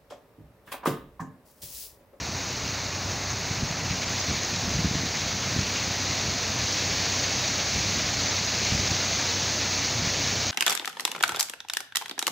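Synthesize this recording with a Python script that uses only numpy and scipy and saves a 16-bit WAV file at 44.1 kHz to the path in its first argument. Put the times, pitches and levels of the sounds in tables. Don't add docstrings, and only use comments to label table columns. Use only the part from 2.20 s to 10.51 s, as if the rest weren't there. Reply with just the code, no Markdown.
import sys
import numpy as np
from scipy import signal
from scipy.fft import rfft, irfft
from scipy.io import wavfile
from scipy.ndimage import uniform_filter1d

SR = 44100
rng = np.random.default_rng(int(sys.argv[2]) if len(sys.argv) > 2 else 0)


def volts(x):
    e = np.asarray(x, float) / 20
    return 10 ** e


def transcribe(signal):
    frames = np.atleast_2d(signal).T
    limited = np.clip(frames, -1, 1)
    pcm = np.round(limited * 32767).astype(np.int16)
    wavfile.write(sys.argv[1], SR, pcm)


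N = 366471
TIME_S = np.arange(N) / SR

# freq_hz, level_db (per Hz)
CHURN_COLOUR = [(40, -35), (90, -3.5), (250, 0), (450, -3), (680, -1), (900, -3), (1300, -5.5),
                (2500, -26.5), (5000, -57), (9000, -90)]
# freq_hz, level_db (per Hz)
FROTH_COLOUR = [(600, -17.5), (1200, -14), (1700, -1.5), (2300, 2), (2800, 0), (3300, -4.5), (4200, -11),
                (6000, -60), (9000, -90)]
# freq_hz, level_db (per Hz)
SPRAY_COLOUR = [(2500, -31.5), (3400, -9), (4300, -0.5), (5200, -2.5), (6200, 0.5), (6650, -0.5),
                (7100, -11), (7900, -27.5), (8600, -43), (10000, -62), (17000, -88)]
# freq_hz, level_db (per Hz)
MIST_COLOUR = [(5000, -30), (7500, -5), (8300, -6.5), (9200, -9.5), (9700, -7.5), (11200, -11),
               (12300, -14.5), (13300, -16.5), (13820, -16), (14300, -5.5), (14750, 0), (15700, -1),
               (17000, -1)]
# time_s, level_db
SPRAY_SURGE = [(0.0, -37), (0.14, -35), (0.99, -34), (1.78, -34), (1.83, -30.5), (1.85, -34.5),
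               (1.96, -31.5), (3.08, -32.5), (3.63, -31), (4.42, -30.5), (4.51, -29), (6.41, -29),
               (6.5, -28), (6.62, -29), (6.71, -28.5), (7.5, -29), (8.1, -29), (8.31, -30)]
# centre_hz, width_hz
EDGE_DIPS = [
    (3200, 970),
    (1040, 990),
    (310, 170),
    (620, 130),
]
# middle_s, length_s, wind_db
GUSTS = [(.03, .2, -30.5), (.42, .15, -34), (.85, 0.34, -35), (1.138, 0.087, -31), (1.3, 0.11, -29),
         (1.42, .14, -26.5), (1.7, .15, -30), (1.92, .1, -32), (2.107, .09, -26), (2.47, 0.16, -22),
         (2.64, .14, -27), (2.82, .12, -27), (2.99, .1, -27), (3.22, .2, -30), (3.4, 0.11, -22),
         (3.702, .06, -27), (3.88, 0.18, -35), (4.08, 0.093, -32), (4.36, 0.18, -32), (4.717, 0.087, -27),
         (5.162, .1, -38), (5.57, .07, -27), (5.69, .08, -25), (5.82, 0.11, -25.5), (6.038, .12, -28),
         (6.566, .08, -20), (6.7, .09, -29), (7.17, .15, -37), (7.8, 0.079, -24), (8.08, .06, -26)]
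# freq_hz, level_db (per Hz)
WIND_COLOUR = [(20, -32), (40, -15), (65, 1), (110, 2.5), (180, 0.5), (260, -7), (400, -17), (700, -46),
               (3000, -90)]
# time_s, peak_db, centre_hz
STRONG_EDDIES = [(1.314, -22, 147), (1.425, -20, 155), (1.434, -15.5, 121), (1.511, -21.5, 143),
                 (1.712, -16, 141), (2.115, -19, 179), (2.555, -22, 152), (2.57, -20, 120),
                 (2.592, -17, 146), (2.603, -20, 129), (2.647, -14, 167), (2.658, -14, 145),
                 (2.672, -19, 105), (2.714, -19, 180), (2.755, -15, 159), (2.774, -21, 139),
                 (2.836, -20.5, 228), (3.365, -14.5, 182), (3.392, -15, 135), (3.712, -25, 172),
                 (4.303, -20, 136), (5.777, -21, 185), (6.537, -22, 179), (6.553, -21, 113),
                 (6.598, -21, 117), (6.717, -22, 126), (7.764, -23, 110), (7.797, -24, 110),
                 (7.833, -25, 115), (7.875, -20, 127)]
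FIRING_TONES = {8: -50, 12: -40.5, 16: -45.7, 24: -54, 27: -58, 28: -55, 32: -60, 34: -59, 35: -55, 36: -59,
                37: -56}
# time_s, low_hz, high_hz
SIDE_SPLITS = [(1.496, 4480, 6290), (1.709, 4050, 5250), (1.868, 5080, 6980), (1.868, 13610, 15800),
               (2.008, 4130, 5680), (2.008, 6200, 7670), (2.008, 9560, 11110), (5.097, 11630, 13090),
               (5.471, 4130, 5250), (5.471, 13010, 14470), (6.095, 4570, 6980), (6.28, 4050, 5250),
               (6.28, 7490, 9650), (6.746, 11630, 13090), (6.746, 14300, 15800), (8.139, 6800, 9040)]

BUBBLES_PER_S = 2500
FULL_DB, SPRAY_TRIM_DB = -29, -0.17
SETTLE_S = 0.8
FROTH_DB, FROTH_LAG = -5.5, 0.17
CHURN_DB, CHURN_LAG = -7, 0.45
MIST_DB, MIST_LAG = -18.6, 0.5
HIGH_DIP_DB, HIGH_DIP_WEAK_DB, HIGH_DIP_FROM_DB, HIGH_DIP_SPAN_DB = 1.84, 4, 3.5, 1.5
LOW_DIP_DB, LOW_DIP_GONE_DB = 2.5, 5
FOLLOW_SHARE, BOOM_SHARE = 0.58, 0.47
CALM_DB = -42
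SMALL_PER_S = 30
SMALL_DB, SMALL_SPREAD_DB, SMALL_TOP_DB = 2.5, 3.5, -37.5
SMALL_LOW_HZ, SMALL_HIGH_HZ = 115, 210
RISE_TURNS, FALL_TURNS = 0.2, 0.22
PORT_HZ = 64.5
CYCLE_HZ = 7.79
TOP_EDGE_HZ = 15740


def evened(x):
    return x / np.sqrt(np.mean(x ** 2) + 1e-20)


def coloured(x, points):
    points_hz, points_db = np.transpose(points)
    hz = np.fft.rfftfreq(N, 1 / SR)
    gain_db = np.interp(np.log(hz + 1), np.log(points_hz + 1), points_db)
    return evened(irfft(rfft(x) * volts(gain_db), N))


def drift(top_hz):
    hz = np.fft.rfftfreq(N, 1 / SR)
    return evened(irfft(rfft(rng.standard_normal(N)) / (1 + (hz / top_hz) ** 2), N))


def water():
    spray_db = np.interp(TIME_S, *np.transpose(SPRAY_SURGE)) + SPRAY_TRIM_DB
    below_db = FULL_DB - uniform_filter1d(spray_db, size=round(SETTLE_S * SR), mode="nearest")
    seethe = turbulence(patchy_db=0.55) + 0.3 * bubbles()
    splash_db = 0.89 * drift(top_hz=21.1)
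    churn_db = FULL_DB + CHURN_DB - (1 - CHURN_LAG) * below_db + 0.23 * splash_db
    froth_db = spray_db + FROTH_DB + FROTH_LAG * below_db + 1.07 * splash_db
    mist_db = spray_db + MIST_DB + MIST_LAG * below_db + 0.55 * splash_db + 0.53 * drift(top_hz=40)
    out = volts(churn_db) * coloured(seethe, CHURN_COLOUR)
    out += volts(froth_db) * coloured(seethe, FROTH_COLOUR)
    out += volts(spray_db + 0.6 * splash_db) * coloured(seethe, SPRAY_COLOUR)
    out += volts(mist_db) * coloured(seethe, MIST_COLOUR)
    return wall_edge(out, below_db)


def bubbles():
    size = volts(3.05 * np.minimum(rng.exponential(1, N), 5))
    size = size * (rng.random(N) < BUBBLES_PER_S / SR)
    pitches_hz = np.geomspace(300, 15000, num=30)
    kind = rng.integers(0, len(pitches_hz), N)
    out = np.zeros(N)
    for k, hz in enumerate(pitches_hz):
        turns = np.arange(round(24 * SR / hz)) * hz / SR
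        envelope = np.exp(-turns / 3.9) * (1 - np.exp(-turns / 0.55))
        ring = np.sin(2 * np.pi * turns * (1 + 0.012 * turns)) * envelope
        out += signal.oaconvolve(size * (kind == k), ring * hz / 1000)[:N]
    return evened(out)


def turbulence(patchy_db):
    _, _, z = signal.stft(rng.standard_normal(N), SR, nperseg=512, noverlap=384)
    patches = uniform_filter1d(rng.standard_normal(z.shape), size=6, axis=0)
    patches = evened(uniform_filter1d(patches, size=24, axis=1))
    return evened(signal.istft(z * volts(patchy_db * patches), SR, nperseg=512, noverlap=384)[1][:N])


def wall_edge(out, below_db):
    weak = np.clip((below_db - HIGH_DIP_FROM_DB) / HIGH_DIP_SPAN_DB, 0, 1)
    high_db = HIGH_DIP_DB + (HIGH_DIP_WEAK_DB - HIGH_DIP_DB) * weak
    low_db = LOW_DIP_DB * np.clip(1 - below_db / LOW_DIP_GONE_DB, 0, 1)
    depths_db = [high_db, low_db, FOLLOW_SHARE * low_db, -BOOM_SHARE * low_db]
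    for (hz, width_hz), dip_db in zip(EDGE_DIPS, depths_db):
        band = signal.lfilter(*signal.iirpeak(hz, hz / width_hz, SR), out)
        out = out - (1 - volts(-dip_db)) * band
    return out


def wind():
    wind_db = gusting()
    lumps = volts(-43 + 0.72 * (wind_db + 37.5) + 2.2 * drift(top_hz=25))
    rumble = lumps * coloured(rng.standard_normal(N), WIND_COLOUR)
    when, size, pitch = rng.random((round(SMALL_PER_S * N / SR), 3)).T
    when_s = 0.02 + when * (N / SR - 0.04)
    small_db = np.interp(when_s, TIME_S, wind_db) + SMALL_DB - SMALL_SPREAD_DB * size
    small_db = np.minimum(small_db, SMALL_TOP_DB)
    small_hz = SMALL_LOW_HZ + (SMALL_HIGH_HZ - SMALL_LOW_HZ) * pitch
    small = np.transpose([when_s, small_db, small_hz])
    t = np.arange(-600, 600) / SR
    eddies = np.zeros(N)
    for s, db, hz in [*STRONG_EDDIES, *small]:
        push = np.exp(-(t * hz / np.where(t < 0, RISE_TURNS, FALL_TURNS)) ** 2)
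        eddies[round(s * SR) - 600:][:len(t)] += volts(db + 3.0) * push
    return rumble + signal.filtfilt(*signal.butter(2, PORT_HZ, "highpass", fs=SR), eddies)


def gusting():
    t = TIME_S[::64]
    power = volts(2 * CALM_DB)
    for s, length_s, db in GUSTS:
        power = power + volts(2 * db) * np.exp(-(2 * (t - s) / length_s) ** 2)
    return np.interp(TIME_S, t, 10 * np.log10(power))


def diesel():
    turns = np.cumsum(CYCLE_HZ * (1 + 0.0007 * drift(top_hz=0.6))) / SR
    nearer_db = np.interp(TIME_S, [0, 1.5, 5.5], [-3.5, -1.5, -0.5])
    out = np.zeros(N)
    for k, db in FIRING_TONES.items():
        strength = np.sqrt(2) * volts(db + nearer_db + 0.51 * drift(top_hz=2.3))
        out += strength * np.sin(2 * np.pi * (k * turns + rng.random()))
    return out


def scene():
    mono = water() + wind() + diesel()
    return np.array([mono, mono])


def roll_off(x):
    return signal.sosfilt(signal.butter(12, 17100, fs=SR, output="sos"), x)


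def record(dry):
    hz, t, z = signal.stft(dry[0], SR, nperseg=1024, noverlap=768)
    z = z * (hz < TOP_EDGE_HZ)[:, None]
    apart = np.zeros(z.shape)
    for s, low_hz, high_hz in SIDE_SPLITS:
        apart += np.outer((hz > low_hz) & (hz < high_hz), np.clip(1.5 - abs(t - s) / 0.009, 0, 1))
    strength = np.sqrt(abs(uniform_filter1d(abs(z) ** 2, size=9, axis=0)))
    other = signal.stft(rng.standard_normal(N), SR, nperseg=1024, noverlap=768)[2]
    other *= 1.3 * strength / np.sqrt(np.mean(abs(other) ** 2))
    mid = signal.istft(z * np.sqrt(1 - apart / 2), SR, nperseg=1024, noverlap=768)[1][:N]
    side = signal.istft(other * apart / np.sqrt(2), SR, nperseg=1024, noverlap=768)[1][:N]
    return roll_off(np.array([mid + side, mid - side]))


dry = scene()
out = record(dry)
transcribe(out)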